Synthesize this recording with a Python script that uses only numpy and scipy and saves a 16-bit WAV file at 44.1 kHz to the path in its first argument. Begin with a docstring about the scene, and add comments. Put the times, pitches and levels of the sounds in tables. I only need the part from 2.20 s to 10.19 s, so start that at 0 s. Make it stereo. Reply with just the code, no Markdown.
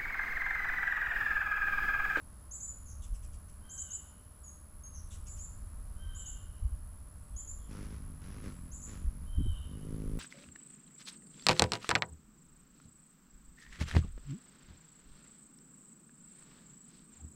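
"""A back yard by a hummingbird feeder. Over a wash of far traffic and leaves, eddies of a breeze buffet
the microphone and a katydid buzzes by stridulation. A small songbird's syrinx gives rising chirps and
thin whistles, hummingbirds chitter in steep harmonic sweeps, and a jay and faint high voices call from
the trees. One hummingbird whirrs up to the feeder and hovers, each wingbeat a pulse of air.
The tree line scatters the calls back as diffuse echoes."""
import sys
import numpy as np
from scipy import signal
from scipy.fft import rfft, irfft, next_fast_len
from scipy.io import wavfile
from scipy.ndimage import uniform_filter1d

SR = 44100
rng = np.random.default_rng(int(sys.argv[2]) if len(sys.argv) > 2 else 0)


def persist_wave(psi):
    """Save psi, clipped to +-1, as 16-bit WAV."""
    counts = np.round(np.clip(psi, -1, 1) * 32767).astype(np.int16)
    wavfile.write(sys.argv[1], SR, np.atleast_2d(counts).T)


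N = 352359
T = np.arange(N) / SR

# spectrum of the background: (frequency [Hz], gain [dB])
YARD_SPECTRUM = [(30, -8), (55, -0.5), (68, 6), (130, -10), (210, -11.5), (350, -23), (800, -26.5),
                 (1150, -21.5), (2200, -36.5), (3700, -41), (4700, -38), (6200, -40), (7700, -33),
                 (8600, -37), (15000, -68.5)]
# spectrum of eddies at the microphone: (frequency [Hz], gain [dB])
WIND_SPECTRUM = [(8, -12), (25, 0.5), (50, -2), (80, -5.5), (120, -19), (200, -28), (400, -60),
                 (1000, -68.5)]
# strength of the breeze: (time [s], level [dB])
BREEZE = [(0, -57.5), (1.05, -43), (2.0, -65.5), (2.9, -43.5), (3.8, -42), (5.1, -46.5), (6.05, -44.5),
          (6.65, -52), (7.2, -35), (7.55, -46), (7.9, -36)]
# strong eddies: (time [s], duration [s], level [dB], upper band edge [Hz])
BUFFETS = [(0.895, .058, -33.5, 50), (4.413, .063, -29.5, 77.5), (4.513, .05, -34.5, 78),
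           (5.123, .05, -37, 69), (6.842, .065, -29, 61.3), (7.156, .058, -27, 80), (7.18, .045, -32, 256),
           (7.216, .14, -32.5, 97.4), (7.253, 0.0197, -40.5, 296)]
# rising chirps: (time [s], duration [s], start pitch [Hz], level [dB], upper sideband gain [dB])
CHIRPS = [(0.31, .068, 6240, -39.5, -3), (0.404, 0.067, 6330, -38.5, -6), (1.493, 0.077, 6170, -43.5, -1.5),
          (1.577, 0.061, 6080, -37, -4.5), (1.704, .071, 6190, -35.5, -6.5), (3.069, 0.069, 6460, -46, -9),
          (3.188, 0.077, 6450, -42, -13), (3.948, 0.075, 6600, -45.5, -7), (4.058, .059, 6470, -39.5, -13),
          (5.161, .06, 6330, -39.5, -16), (5.273, 0.053, 6570, -40, -22), (6.513, .065, 6100, -49, -3.5),
          (6.616, .05, 6100, -45, -6.5)]
# falling whistles: (time [s], duration [s], start pitch [Hz], end pitch [Hz], level [dB],
# trill depth [Hz], left minus right [dB])
WHISTLES = [(0.469, 0.054, 7140, 6880, -44, 10, 0), (0.655, 0.086, 6930, 6190, -56.5, 650, -1),
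            (2.236, 0.077, 6910, 6530, -52, 63, -4), (2.634, 0.059, 6520, 6505, -51, 29, -3),
            (2.737, 0.075, 6400, 5880, -55, 490, -2)]
# hummingbird chips: (time [s], length [strokes], level before filtering [dB])
CHIPS = [(.818, 3.3, -61.5), (.937, 1.7, -63), (1.025, 1.85, -64), (1.124, 2, -65.5), (1.279, 1.9, -69),
         (2.905, 3.6, -59), (3.058, 1.65, -61.5), (3.164, 1.8, -63)]
# harmonics 1 to 4 of a stroke, before rasp darkens them: (gain [dB])
CHIP_HARMONICS_DB = [-3, -2, -1, -8]
# filter that colours the chips: (frequency [Hz], gain [dB])
CHIP_FILTER = [(1500, 6), (3000, -8), (3800, 0.5), (4600, -3), (6000, -2), (7800, 8), (9000, -8),
               (12000, -26)]
# jay cries: (time [s], duration [s], level [dB], gain of the fundamental [dB])
JAY_CRIES = [(1.408, .33, -64, -6.5), (3.756, .34, -60.5, -9), (7.06, .34, -58, -17.5)]
# faint calls from the trees: (time [s], duration [s], start pitch [Hz], level [dB])
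FAR_CALLS = [(2.164, 0.16, 7960, -66.5), (2.847, .18, 8260, -66), (4.979, 0.24, 8150, -67),
             (5.127, 0.087, 3310, -71), (5.385, 0.083, 3280, -70), (6.199, 0.24, 7930, -68),
             (7.168, 0.23, 8150, -66.5), (7.878, .11, 8270, -70)]
# wingbeat in flight: (time [s], beat rate [Hz])
WINGBEAT = [(5.45, 52.05), (5.9, 51.75), (6.04, 46.68), (6.22, 52.8), (6.4, 42.55), (6.58, 43.84),
            (6.67, 54.76), (6.82, 44.9), (7.1, 46.2)]
# darts and sharp turns: (time [s], duration [s], effort [0-1])
DARTS = [(5.482, 0.17, 0.73), (5.672, 0.072, 0.56), (5.999, 0.2, 0.53), (6.206, 0.072, 1.0),
         (6.653, 0.096, 0.73)]
# spectrum of one wing pulse: (frequency [Hz], gain [dB])
WING_SPECTRUM = [(40, -36), (100, -2.5), (160, 1), (205, 2), (260, -4), (370, -8.5), (530, -13), (630, -28),
                 (1200, -49.5)]
# spectrum of feather hiss: (frequency [Hz], gain [dB])
SWISH_SPECTRUM = [(250, 10), (600, -3), (1300, 6), (2600, -1.5), (4000, -6), (5500, -4), (8000, -11),
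                  (12000, -23)]


def undb(db):
    """Amplitude ratio of a level in decibels."""
    return 10 ** (np.asarray(db) / 20)


def unit(x):
    """Normalisation to rms 1."""
    return x / np.sqrt(np.mean(x ** 2))


def curve(points):
    """Linear interpolation of (time, value) points."""
    return np.interp(T, *np.transpose(points))


def phase_of(hz):
    """Phase is the time integral of frequency."""
    return 2 * np.pi * np.cumsum(hz) / SR


def fade(u, rise, fall):
    """Envelope with quarter-sine edges over the progress u = 0..1."""
    return np.sin(np.pi / 2 * np.clip(u / rise, 0, 1)) * np.sin(np.pi / 2 * np.clip((1 - u) / fall, 0, 1))


def ramp(onset, length):
    """Linear rise from 0 to 1."""
    return np.clip((T - onset) / length, 0, 1)


def pan(x, db):
    """A level difference, left minus right, gives direction."""
    return x * undb(np.array([[db], [-db]]) / 2)


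def add(out, onset, x):
    """Superposition of a sound from its onset in seconds."""
    i = int(onset * SR)
    out[..., i:i + x.shape[-1]] += x[..., :max(N - i, 0)]


def colour(x, spectrum):
    """Minimum-phase filter: folding the cepstrum makes the response causal."""
    hz, db = np.transpose(spectrum)
    size = 2 * next_fast_len((N + SR) // 2, real=True)
    bins_hz = np.linspace(1, SR / 2, size // 2 + 1)
    gain = undb(np.interp(np.log(bins_hz), np.log(hz), db))
    cepstrum = irfft(np.log(gain))
    cepstrum[1:size // 2] *= 2
    cepstrum[size // 2 + 1:] = 0
    return irfft(rfft(x, size) * np.exp(rfft(cepstrum)))[..., :N]


def wander(rate_hz, n=N):
    """Smoothed random steps give n samples of fluctuation with rms near 1."""
    hold = int(SR / rate_hz)
    steps = np.repeat(rng.standard_normal(N // hold + 1), hold)
    return unit(uniform_filter1d(uniform_filter1d(steps, hold), hold)[:N])[:n]


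def stereo_noise(side_db):
    """Partly coherent noise: a stronger side signal widens it."""
    mid, side = rng.standard_normal((2, N))
    return mid + undb(side_db) * side * np.array([[1], [-1]])


def scatter(x, t60, build_s, side_db=-7):
    """Scattering by ground, house and trees: dense echoes build up, then decay exponentially."""
    t = T[:int(1.5 * SR)]
    echoes = stereo_noise(side_db)[:, :len(t)] * np.sqrt(rng.exponential(size=len(t)))
    echoes *= np.exp(-np.log(1000) * t / t60) * (1 - np.exp(-t / build_s))
    echoes /= np.sqrt(np.sum(echoes ** 2, axis=1, keepdims=True))
    return signal.fftconvolve(x, echoes, axes=1)[:, :N]


def yard():
    """Far traffic, leaves and insects sum incoherently to noise, beside a faint machine tone."""
    wash = unit(colour(stereo_noise(-4), YARD_SPECTRUM)) * undb(-51.5 + 0.58 * wander(2.61))
    machine = np.sin(phase_of(600 + 5 * wander(12))) * undb(-75 + 0.38 * wander(8.4))
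    return pan(wash + machine, -1.6)


def wind():
    """Turbulent pressure rumbles on the microphone; the strongest eddies are short, brighter buffets."""
    out = unit(colour(stereo_noise(-7), WIND_SPECTRUM)) * undb(curve(BREEZE))
    for onset, length, db, edge_hz in BUFFETS:
        u = np.linspace(0, 1, int(length * SR))
        band = signal.butter(6, [20, edge_hz], "band", fs=SR, output="sos")
        push = signal.sosfilt(band, stereo_noise(-7)[:, :SR])[:, -len(u):]
        add(out, onset, unit(push * fade(u, 0.28, 0.41)) * undb(db))
    return pan(out, -2)


def katydid():
    """Stridulation: each wing stroke draws one arched tone.
    Aliasing adds a faint mirror image at 24 kHz minus its pitch."""
    stroke_hz = np.interp(T, [0, 1.8, 4.2, 6, 8], [71.75, 71.75, 71.6, 71.5, 71.6])
    cycle = (phase_of(stroke_hz) / (2 * np.pi) + .16) % 1
    u = np.clip(cycle / 0.78, 0, 1)  # the rest of the cycle is silent
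    hz = np.interp(u, [0, .2, .45, .62, .82, 1], [10330, 10660, 10820, 10750, 10300, 9650])
    phase = phase_of(hz + 45 * wander(900) + 30 * wander(60))
    alias = np.sin(2 * np.pi * 24000 * T - phase)
    tone = np.sin(phase) + undb(-11.5 + (hz - hz.max()) / 130) * alias
    flicker = undb(1.1 * wander(800) + 0.34 * wander(22))
    buzz = pan(unit(tone * fade(u, 0.24, 0.089) * flicker) * undb(-62.5), 0.4)
    return buzz + undb(-15) * scatter(buzz, t60=.3, build_s=0.0039, side_db=-4.5)


def songbird_chirps():
    """Modulation: a fast flutter of the syrinx adds sidebands to a tone that arches up, then plunges."""
    direct, to_trees = np.zeros((2, 2, N))
    for onset, length, start_hz, db, upper_db in CHIRPS:
        u = np.linspace(0, 1, int(length * SR))
        top_hz = 7210 + 0.244 * (start_hz - 6330)  # a higher start tops out a little higher
        arch = 1 - np.clip(1 - u / .76, 0, 1) ** 2
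        plunge = np.clip((u - .8) / .2, 0, 1) ** 2
        hz = start_hz + (top_hz - start_hz) * arch - 1400 * plunge
        phase = phase_of(hz + 45 * wander(476, len(u)))
        flutter = phase_of(630 + 60 * wander(400, len(u)))
        upper = np.sin(phase + flutter) + undb(-19) * u * np.sin(phase + 2 * flutter)
        lower = undb(-17.5) * arch * np.sin(phase - flutter)
        tone = np.sin(phase) + undb(upper_db) * np.minimum(u / 0.17, 1) * upper + lower
        swell_db = 6.6 * (u - 1) - 22 * np.sqrt(plunge)
        quiver_db = 2 * wander(260, len(u))
        call = pan(tone * fade(u, 0.056, 0.066) * undb(swell_db + quiver_db), 3.8)
        # the bird turns its head, so the echo varies less than the direct sound
        echo_db = -45 + .5 * (db + 42)
        add(direct, onset, call * undb(db))
        add(to_trees, onset, call * undb(echo_db))
    # branches near the bird answer at once, the tree line later
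    branches = undb(-10) * scatter(direct, t60=.09, build_s=.001)
    return direct + branches + scatter(to_trees, t60=0.46, build_s=0.0077)


def songbird_whistles():
    """Thin sinking tones; deep frequency modulation breaks some into a ragged trill."""
    out = np.zeros((2, N))
    for onset, length, start_hz, end_hz, db, depth_hz, pan_db in WHISTLES:
        u = np.linspace(0, 1, int(length * SR))
        trill = signal.sawtooth(2 * np.pi * 68 * u * length, .75) + .6 * wander(1500, len(u))
        glide_hz = start_hz + (end_hz - start_hz) * u ** 0.91
        hz = glide_hz + depth_hz * np.sqrt(u) * trill + 30 * wander(600, len(u))
        add(out, onset, pan(np.sin(phase_of(hz)) * fade(u, 0.091, 0.32) * undb(db), pan_db))
    branches = undb(-7) * scatter(out, t60=.09, build_s=.001)
    return out + branches + undb(-0.5) * scatter(out, t60=0.4, build_s=0.0031)


def hummingbird_chitter():
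    """Each chip is a few steep downward sweeps of a harmonic series; frequency jitter makes it rasp."""
    stroke_s, spacing_s = .018, .0105
    u = np.linspace(0, 1, int(stroke_s * SR))
    out = np.zeros(N)
    for onset, strokes, db in CHIPS:
        rasp = 0.17 * strokes  # longer chips are rougher, start higher and have weaker overtones
        sweep_hz = (2996 + 1389 * rasp) * (1 - .38 * u)
        for k in range(round(strokes)):
            phase = phase_of(sweep_hz * (1 + .15 * rasp * wander(2500, len(u))))
            stroke = sum(undb(harmonic_db - 3 * rasp * i) * np.sin((i + 1) * phase)
                         for i, harmonic_db in enumerate(CHIP_HARMONICS_DB))
            add(out, onset + k * spacing_s, unit(stroke * fade(u, .25, .45)) * undb(db))
    out = pan(colour(out, CHIP_FILTER), 0)
    # the bird is some way off, so the chips come mostly by way of the leaves
    leaves = scatter(out, t60=.1, build_s=.002)
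    return undb(-3) * out + leaves + undb(-4) * scatter(out, t60=.38, build_s=.005)


def jay():
    """A far, falling cry led by its second harmonic; a growing inharmonic partial turns it hoarse."""
    scoop_hz, scoop_s = 70, .03  # each cry slides up into its note
    out = np.zeros((2, N))
    for onset, length, db, fundamental_db in JAY_CRIES:
        u = np.linspace(0, 1, int(length * SR))
        hz = 1577 - 134 * u ** 2.3 - scoop_hz * np.exp(-u * length / scoop_s)
        phase = phase_of(hz + (13 + 35 * u ** 2) * wander(300, len(u)))
        jitter = phase_of(140 * u * wander(700, len(u)))
        hoarse = (undb(-26.5) + undb(-12) * u ** 2) * np.sin(2.44 * phase + jitter)
        swell = np.minimum(0.17 + u / 0.32, 1) * undb(-2 * u ** 2)
        cry = swell * np.sin(2 * phase) + undb(fundamental_db) * np.sin(phase) + hoarse
        envelope = fade(u, 0.041, 0.022) * undb(db + 2 * wander(69.4, len(u)))
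        add(out, onset, pan(cry * envelope, 5))
    return undb(-2.5) * out + undb(4) * scatter(out, t60=1.1, build_s=0.011, side_db=2)


def far_calls():
    """Wavering, sagging notes from deep in the trees arrive only as a diffuse field."""
    out = np.zeros(N)
    for onset, length, hz, db in FAR_CALLS:
        u = np.linspace(0, 1, int(length * SR))
        phase = phase_of(hz * (1 - 0.032 * u) + 130 * wander(500, len(u)))
        add(out, onset, np.sin(phase) * fade(u, 0.1, 0.32) * undb(db))
    return scatter(pan(out, 0), t60=0.54, build_s=0.0044)


def dart_effort(attack_s=0.039, release_s=.055):
    """Wing effort jumps at each dart, holds, then relaxes exponentially."""
    return np.max([peak * ramp(onset, attack_s) * np.exp(-np.maximum(T - onset - length, 0) / release_s)
                   for onset, length, peak in DARTS], axis=0)


def hummingbird_wings():
    """Periodic air pulses hum at harmonics of the wingbeat: soft in a glide, snappy in dart or hover."""
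    flight_s, flight_end_s, fade_s, recede_db_per_s = 5.45, 7.1, 0.053, 1.5
    hover_s, approach_s, hover_hz = 7.41, .3, 52.3
    effort = dart_effort()
    flying = ramp(flight_s, fade_s) - ramp(flight_end_s - fade_s, fade_s)
    flight_gain = flying * undb(-51.5 - recede_db_per_s * np.maximum(T - flight_s, 0) + 8 * effort)
    near = ramp(hover_s, approach_s)  # the bird closes in on the feeder
    hover = ramp(hover_s, fade_s) * undb(-9.5 * (1 - near))
    beat_hz = curve([*WINGBEAT, (hover_s + approach_s, hover_hz)])
    phase = phase_of(beat_hz * (1 + .016 * wander(45)))
    cycles = phase / (2 * np.pi)
    downstrokes = np.diff(np.floor(cycles), prepend=0)
    upstrokes = np.diff(np.floor(cycles + .5 + 0.029 * wander(25)), prepend=0)
    # in sharp turns the upstroke pushes too
    beats = (downstrokes + .75 * effort * upstrokes) * undb(1.8 * wander(50))
    vortices = rng.standard_normal(N) * (1 + np.cos(phase))  # shed vortices roughen every beat
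    pulses = unit(colour(beats, WING_SPECTRUM)) + undb(-10) * unit(colour(vortices, WING_SPECTRUM))
    soft = signal.sosfiltfilt(signal.butter(3, 285, fs=SR, output="sos"), pulses)
    snap = (pulses - soft) * undb(-13.5 + 12.5 * (effort + np.sqrt(near)))
    hum = pan((soft + snap) * (flight_gain + hover * undb(-43)), 0)
    # the feathers hiss twice a beat, loudest in the darts
    strokes = undb(1.76 * np.cos(phase) + 3.7 * np.cos(2 * phase))
    swish_gain = flying * undb(-71.5) + effort * undb(-55.5) + hover * undb(-65)
    swish = unit(colour(stereo_noise(-6.5), SWISH_SPECTRUM) * strokes) * swish_gain
    return pan(hum + undb(-7.5) * scatter(hum, t60=0.089, build_s=0.0037) + swish, -0.67)


def scene():
    """Superposition: the pressures of birds, insect, breeze and yard add."""
    calls = songbird_chirps() + songbird_whistles() + hummingbird_chitter() + jay() + far_calls()
    return calls + katydid() + hummingbird_wings() + wind() + yard()


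def record(dry):
    """Band limiting: the recorder's steep low-pass cuts the top octave short."""
    top_hz = 14500
    return signal.sosfilt(signal.ellip(8, .2, 70, top_hz, fs=SR, output="sos"), dry)


dry = scene()
out = record(dry)
persist_wave(out)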